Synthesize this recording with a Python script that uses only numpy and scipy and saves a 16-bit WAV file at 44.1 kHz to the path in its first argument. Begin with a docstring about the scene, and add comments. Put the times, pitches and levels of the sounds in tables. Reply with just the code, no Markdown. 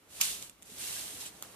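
"""Net dragged through a pond

Someone works a fine-mesh net in the shallows. A sharp slap throws up spray, then the net is dragged in a
longer swish, and single drops snap over a quiet outdoor background. Streaming water and spray are filtered
noise crackles, slaps and drops are short decaying bursts, and bubbles are fading tones that rise in pitch.
"""
import sys
import numpy as np
from scipy import signal
from scipy.fft import rfft, irfft
from scipy.io import wavfile

SR = 44100
rng = np.random.default_rng(int(sys.argv[2]) if len(sys.argv) > 2 else 0)


def pcm_store(signal):
    """Save signal as 16-bit PCM."""
    levels = np.round(np.clip(np.atleast_2d(signal), -1, 1) * 32767)
    wavfile.write(sys.argv[1], SR, levels.astype(np.int16).T)


N = 68355
T = np.arange(N) / SR  # time of each sample, in seconds

# Quiet open air, tone colour: (frequency [Hz], relative level [dB])
AIR_COLOUR = [(18, -51), (30, 6), (124, -12.5), (300, -5), (801, -12.5), (1210, -9.5), (1930, -14),
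              (2080, -10), (4770, -17.5), (13400, -19.5), (14500, -16)]
AIR_DB = -65
# Deep rumble, loudness over time: (time [s], level [dB])
RUMBLE_LEVEL = [(0, -88), (0.12, -70), (0.25, -61.5), (0.325, -60), (0.42, -68), (0.55, -73), (0.69, -68),
                (0.88, -61), (0.97, -65), (1.08, -63), (1.28, -70), (1.55, -78)]
# Deep rumble, tone colour: (frequency [Hz], relative level [dB])
RUMBLE_TONE = [(25, -4), (42, -12), (60, 4.5), (120, -5.5), (200, 2), (500, -54)]
# Water pushed about by the net: (time [s], level [dB])
SLOSH_LEVEL = [(0, -71.5), (0.16, -59.5), (0.3, -57.5), (0.43, -58.5), (0.55, -70.5), (0.65, -63.5),
               (0.71, -61.5), (0.77, -59.5), (0.88, -55.5), (1.15, -55), (1.33, -59), (1.55, -56.5)]
# Pushed water, tone colour: (frequency [Hz], relative level [dB])
SLOSH_TONE = [(50, -19), (100, -1), (250, -2.5), (450, -1.5), (800, -5), (1500, -8.5), (3000, -12.5),
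              (6000, -46)]
# Gurgling bubbles: how many, how long they ring, level against the churn
GURGLES_PER_S, GURGLE_CYCLES, GURGLE_DB = 420, 4.4, -5.5
BUBBLE_RISE_PER_LIFE = 0.061  # share of the starting pitch

# Water streaming through the mesh in the first pull: (time [s], level before MESH_DB [dB])
FIRST_PULL_LEVEL = [(0.0, -74), (0.07, -73.5), (0.11, -58.5), (0.164, -50), (0.19, -48.5), (0.39, -55.5),
                    (0.43, -51), (0.48, -57.5), (0.53, -94), (0.6, -78)]
# Water streaming through the mesh in the second pull: (time [s], level before MESH_DB [dB])
SECOND_PULL_LEVEL = [(0.61, -78), (0.66, -59), (0.71, -54), (0.768, -51.5), (0.8, -43.5), (0.84, -41.5),
                     (0.99, -42), (1.04, -45), (1.18, -48.5), (1.275, -48.5), (1.31, -59.5), (1.55, -58.5)]
# Mesh water, tone colour: (frequency [Hz], relative level [dB])
MESH_COLOUR = [(500, -9.5), (1000, -11.5), (1800, -6), (2600, -4.5), (3800, -1.5), (5200, -3.5), (6500, -1),
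               (8500, 1.5), (11000, -1), (14000, -7)]
MESH_DB, MESH_LOW_HZ, MESH_SCATTER_DB = 3.5, 910, 3.5
FIZZ_PER_S, FIZZ_CYCLES, FIZZ_DB = 900, 50, -11  # tiny bubbles in the mesh, level against the hiss
DROPLETS_PER_S, MIST_DB = 5100, 4  # mist level is set against the droplets

# Hollow body of a splash: (time [s], level [dB], decay time constant [s])
PLOP_HITS = [(0.2005, -45, 0.031), (1.4245, -58, .003), (1.432, -53.5, 0.02), (0.95, -64, .01)]
PLOP_HZ, PLOP_WIDTH_HZ = 1130, 800
# Spray thrown up or falling back: (start [s], level [dB], attack [s], hold [s], decay [dB per s])
SPRAY_BURSTS = [(0.201, -30, 0.0094, 0.042, 184), (0.268, -42.5, 0.032, 0.021, 114),
                (0.418, -50, 0.0047, 0.0033, 500), (1.198, -40.5, 0.01, 0.0048, 271),
                (1.252, -47.5, 0.011, 0.0029, 427), (1.429, -51, 0.0048, .004, 250)]
# Spray, tone colour: (frequency [Hz], relative level [dB])
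SPRAY_COLOUR = [(500, -12), (1100, -11), (1750, -10), (2700, -1.5), (4000, 0.5), (5000, -2.5), (6400, 0),
                (8500, 1), (11000, -1.5), (14000, -8)]
SPRAY_SCATTER_DB = 3.5
# Slaps of the wet net on the water: (time [s], level [dB], decay time constant [s])
SLAP_HITS = [(0.2113, -22, .0005), (0.2125, -11.5, 0.001), (0.2142, -21, 0.0025), (0.2170, -17.5, 0.0018)]
# Slaps, tone colour: (frequency [Hz], relative level [dB])
SLAP_COLOUR = [(400, -19), (800, -20), (1500, -20), (2200, -9), (2900, 0.5), (3600, -16), (4400, -3.5),
               (5300, -2.5), (6300, 2), (7700, 6), (9200, -5), (10500, -8), (12200, -11), (13100, 0),
               (14500, -15)]
# Air pockets that ring after a slap: (pitch [Hz], level [dB], time to fall by 60 dB [s])
AIR_POCKETS = [(2750, -38, 0.086), (3010, -28.5, 0.083), (4570, -34, 0.089), (6140, -37, .08)]
# Single drops: (time [s], level [dB], decay time constant [s])
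DRIP_HITS = [(0.4258, -30, 0.00066), (0.4965, -38, 0.0013), (0.619, -52, .001), (0.6235, -41, 0.0017),
             (0.629, -45, .002), (0.673, -51, .001)]
# Drops, tone colour: (frequency [Hz], relative level [dB])
DRIP_COLOUR = [(200, -18), (1200, -12), (3000, 4), (5000, -3), (7300, 11), (10000, 5), (14500, -6)]
# Single bubbles that stand out, low and high: (time [s], starting pitch [Hz], level [dB], decay time constant [s])
SINGLE_BUBBLES = [(0.695, 405, -52.5, 0.012), (0.718, 240, -53, 0.018), (0.966, 1595, -46, 0.008),
                  (1.229, 860, -51, .008), (1.262, 7820, -38, 0.0076), (1.4335, 1340, -47, .002)]
GLUG_RISE_PER_S = 2.7  # share of the starting pitch
# One sharp snap of the net: (time [s], level [dB], decay time constant [s])
SNAP_HIT = [(1.4249, -24.5, 0.0009)]
# Snap, tone colour: (frequency [Hz], relative level [dB])
SNAP_TONE = [(200, -9), (700, -14), (1250, -0.5), (2200, -7.5), (3700, -2.5), (5000, -11), (7000, 8.5),
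             (8400, -4), (9500, 4), (11000, -5), (14500, -3)]
SPIKE_DB = 10  # first contact, over the crack that follows
BANK_DB, BANK_DECAY_S = -9.5, 0.013

# Two microphones: delay at the right one, then how much sound arrives scattered in bass and treble
RIGHT_LAG_S, DIFFUSE_HZ, BASS_SHARE, DIFFUSE_SHARE = 0.000062, 477, 0.076, 0.82
SPLASH_RIGHT_DB, SLOSH_RIGHT_DB = 2, 0.6  # right microphone over left
TOP_HZ = 14400


def undb(db):
    """Turn decibels into a plain multiplier."""
    return 10 ** (np.asarray(db) / 20)


def unit(x):
    """Scale to an average (rms) strength of 1."""
    return x / np.sqrt(np.mean(x ** 2))


def curve(rows):
    """Loudness that follows (s, dB) points, silent beyond 30 ms outside them."""
    s, db = np.array(rows).T
    active = (T >= s[0] - 0.03) * (T <= s[-1] + 0.03)
    return undb(np.interp(T, s, db)) * active


def colour(x, points):
    """Filter through (Hz, dB) points without sounding early, keeping the power of white noise."""
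    hz, db = np.array(points).T
    size = 8192
    f = np.maximum(np.fft.rfftfreq(size, 1 / SR), 1)
    gain = undb(np.interp(np.log(f), np.log(hz), db))
    # Fold the cepstrum forward in time: a minimum-phase filter
    cepstrum = irfft(np.log(gain))
    cepstrum[1:size // 2] *= 2
    cepstrum[size // 2 + 1:] = 0
    response = irfft(np.exp(rfft(cepstrum)))
    response = response / np.linalg.norm(response)
    return signal.fftconvolve(x, response[None], axes=1)[:, :N]


def high_pass(x, hz):
    """Remove the lows."""
    return signal.sosfilt(signal.butter(2, hz, "high", fs=SR, output="sos"), x)


def ports(x, share):
    """Three like signals to two microphones: one direct, later at the right; two scattered, mostly treble."""
    f = np.fft.rfftfreq(N, 1 / SR)
    spectra = rfft(x)
    treble = f ** 2 / (f ** 2 + DIFFUSE_HZ ** 2)
    scattered = np.clip(BASS_SHARE + (share - BASS_SHARE) * treble, 0, 1)
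    delay = np.exp(-2j * np.pi * f * RIGHT_LAG_S)
    direct = np.array([spectra[0], spectra[0] * delay])
    return irfft(np.sqrt(1 - scattered) * direct + np.sqrt(scattered) * spectra[1:], N)


def pan(x, right_db):
    """Make the right louder than the left by right_db."""
    return x * undb(np.array([[-right_db], [right_db]]) / 2)


def noise():
    """Steady noise at both microphones."""
    return ports(rng.standard_normal((3, N)), DIFFUSE_SHARE)


def droplets(scatter_db):
    """Thousands of tiny impacts of uneven size, each a very short crackle, over a fine mist."""
    landed = rng.random(N) < DROPLETS_PER_S / SR
    size = np.minimum(rng.exponential(size=N), 5)
    hits = landed * undb(scatter_db * size)
    # The power of each crackle dies away with a time constant of 0.25 ms
    power = signal.lfilter([1], [1, -np.exp(-1 / (SR * 0.00025))], hits ** 2)
    strength = np.sqrt(power / power.mean() + undb(MIST_DB) ** 2)
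    return unit(ports(rng.standard_normal((3, N)) * strength, DIFFUSE_SHARE))


def bursts(rows, share):
    """Each impact is one pressure spike and a crack that dies away exponentially."""
    power, spikes = 0, np.zeros((3, N))
    for s, db, tau in rows:
        power = power + undb(db) ** 2 * (T >= s) * np.exp(-2 * np.abs(T - s) / tau)
        spikes[0, int(s * SR)] += undb(db + SPIKE_DB)
    cracks = np.sign(rng.standard_normal((3, N))) * np.sqrt(power)
    return ports(cracks + spikes, share)


def bubbles(per_s, low_hz, high_hz, cycles, scatter_db):
    """A cloud of bubbles of random pitch and strength that rise in pitch as they fade."""
    out = np.zeros(N)
    for when, pitch, size in rng.random((int(per_s * N / SR), 3)):
        hz = low_hz * (high_hz / low_hz) ** pitch
        start = int(when * N)
        life = cycles / hz
        age = T[:min(int(2 * life * SR), N - start)]
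        level = undb(scatter_db * size ** 2) * np.exp(-2 * age / life)
        turns = hz * age * (1 + BUBBLE_RISE_PER_LIFE * age / life / 2)
        out[start:start + len(age)] += level * np.sin(2 * np.pi * turns)
    return unit(out)


def background():
    """Quiet open air as steady noise, and a low rumble as noise of uneven level."""
    air = unit(colour(noise(), AIR_COLOUR)) * undb(AIR_DB)
    rumble = unit(colour(noise(), RUMBLE_TONE)) * curve(RUMBLE_LEVEL)
    return air + rumble


def slosh():
    """Churning water is filtered noise, with gurgling bubbles mixed in."""
    gurgle = bubbles(GURGLES_PER_S, low_hz=231.4, high_hz=1505, cycles=GURGLE_CYCLES, scatter_db=10.5)
    churn = colour(noise(), SLOSH_TONE)
    return unit(churn + undb(GURGLE_DB) * gurgle) * curve(SLOSH_LEVEL)


def mesh():
    """Water hisses and fizzes through the net, with a level that follows the two pulls."""
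    hiss = unit(high_pass(colour(droplets(MESH_SCATTER_DB), MESH_COLOUR), MESH_LOW_HZ))
    fizz = np.array([bubbles(FIZZ_PER_S, low_hz=2498, high_hz=11070, cycles=FIZZ_CYCLES, scatter_db=16)
                     for _ in range(2)])  # separate bubbles at each microphone
    pulls = curve(FIRST_PULL_LEVEL) + curve(SECOND_PULL_LEVEL)
    return (hiss + undb(FIZZ_DB) * fizz) * pulls * undb(MESH_DB)


def plops():
    """The hollow body of a splash: bursts through one broad resonance."""
    resonance = signal.iirpeak(PLOP_HZ, PLOP_HZ / PLOP_WIDTH_HZ, fs=SR)
    hollow = signal.lfilter(*resonance, bursts(PLOP_HITS, share=0.4))
    return hollow * np.sqrt(SR / np.pi / PLOP_WIDTH_HZ)  # make up for the power filtered away


def spray():
    """Thrown water swells quickly, holds and patters out."""
    level = 0
    for s, db, attack, hold, fall in SPRAY_BURSTS:
        swell = np.clip((T - s) / attack, 0, 1)
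        fading = np.maximum(T - s - attack - hold, 0)
        level = level + swell * undb(db - fall * fading)
    return unit(high_pass(colour(droplets(SPRAY_SCATTER_DB), SPRAY_COLOUR), hz=900)) * level


def slaps():
    """The wet net hits the water in a cluster of sharp cracks."""
    return high_pass(colour(bursts(SLAP_HITS, share=0.34), SLAP_COLOUR), hz=500)


def air_pockets():
    """Air pockets ring as fading tones from the second slap on."""
    out = np.zeros((2, N))
    age = np.maximum(T - SLAP_HITS[1][0], 0)
    for hz, db, t60 in AIR_POCKETS:
        fade = (age > 0) * np.exp(-np.log(1000) * age / t60)
        phase = rng.random((2, 1))  # differs at each microphone
        out += undb(db) * fade * np.sin(2 * np.pi * (hz * age + phase))
    return out


def bank_scatter(x):
    """The bank scatters sound back as a brief tail of fading noise."""
    tail = rng.standard_normal((2, N)) * np.exp(-T / BANK_DECAY_S) * np.sqrt(2 / SR / BANK_DECAY_S)
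    return undb(BANK_DB) * signal.fftconvolve(x, tail, axes=1)[:, :N]


def drips():
    """Single drops snap on the surface as very short cracks."""
    return colour(bursts(DRIP_HITS, share=0.62), DRIP_COLOUR)


def glugs():
    """Single bubbles, low and high, ring and rise in pitch as they fade."""
    out = np.zeros(N)
    for s, hz, db, tau in SINGLE_BUBBLES:
        age = np.maximum(T - s, 0)
        turns = hz * age * (1 + GLUG_RISE_PER_S * age / 2)
        out += undb(db) * np.exp(-age / tau) * np.sin(2 * np.pi * turns)
    return out


def snap():
    """The net snaps once in a sharp, brief crack."""
    return colour(bursts(SNAP_HIT, share=0.25), SNAP_TONE)


def impacts():
    """All short hits and ringing air pockets, with their scatter from the bank."""
    hits = slaps() + drips() + snap() + air_pockets() + plops()
    return hits + bank_scatter(hits)


def scene():
    """Splashes and pond, both slightly stronger on the right."""
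    splashes = mesh() + spray() + impacts() + glugs()
    pond = slosh() + background()
    return pan(splashes, SPLASH_RIGHT_DB) + pan(pond, SLOSH_RIGHT_DB)


def record(dry):
    """Filter out the deep bass and everything above TOP_HZ."""
    no_bass = high_pass(high_pass(dry, 38), 38)
    return signal.sosfilt(signal.ellip(10, 0.2, 80, TOP_HZ, fs=SR, output="sos"), no_bass)


dry = scene()
out = record(dry)
pcm_store(out)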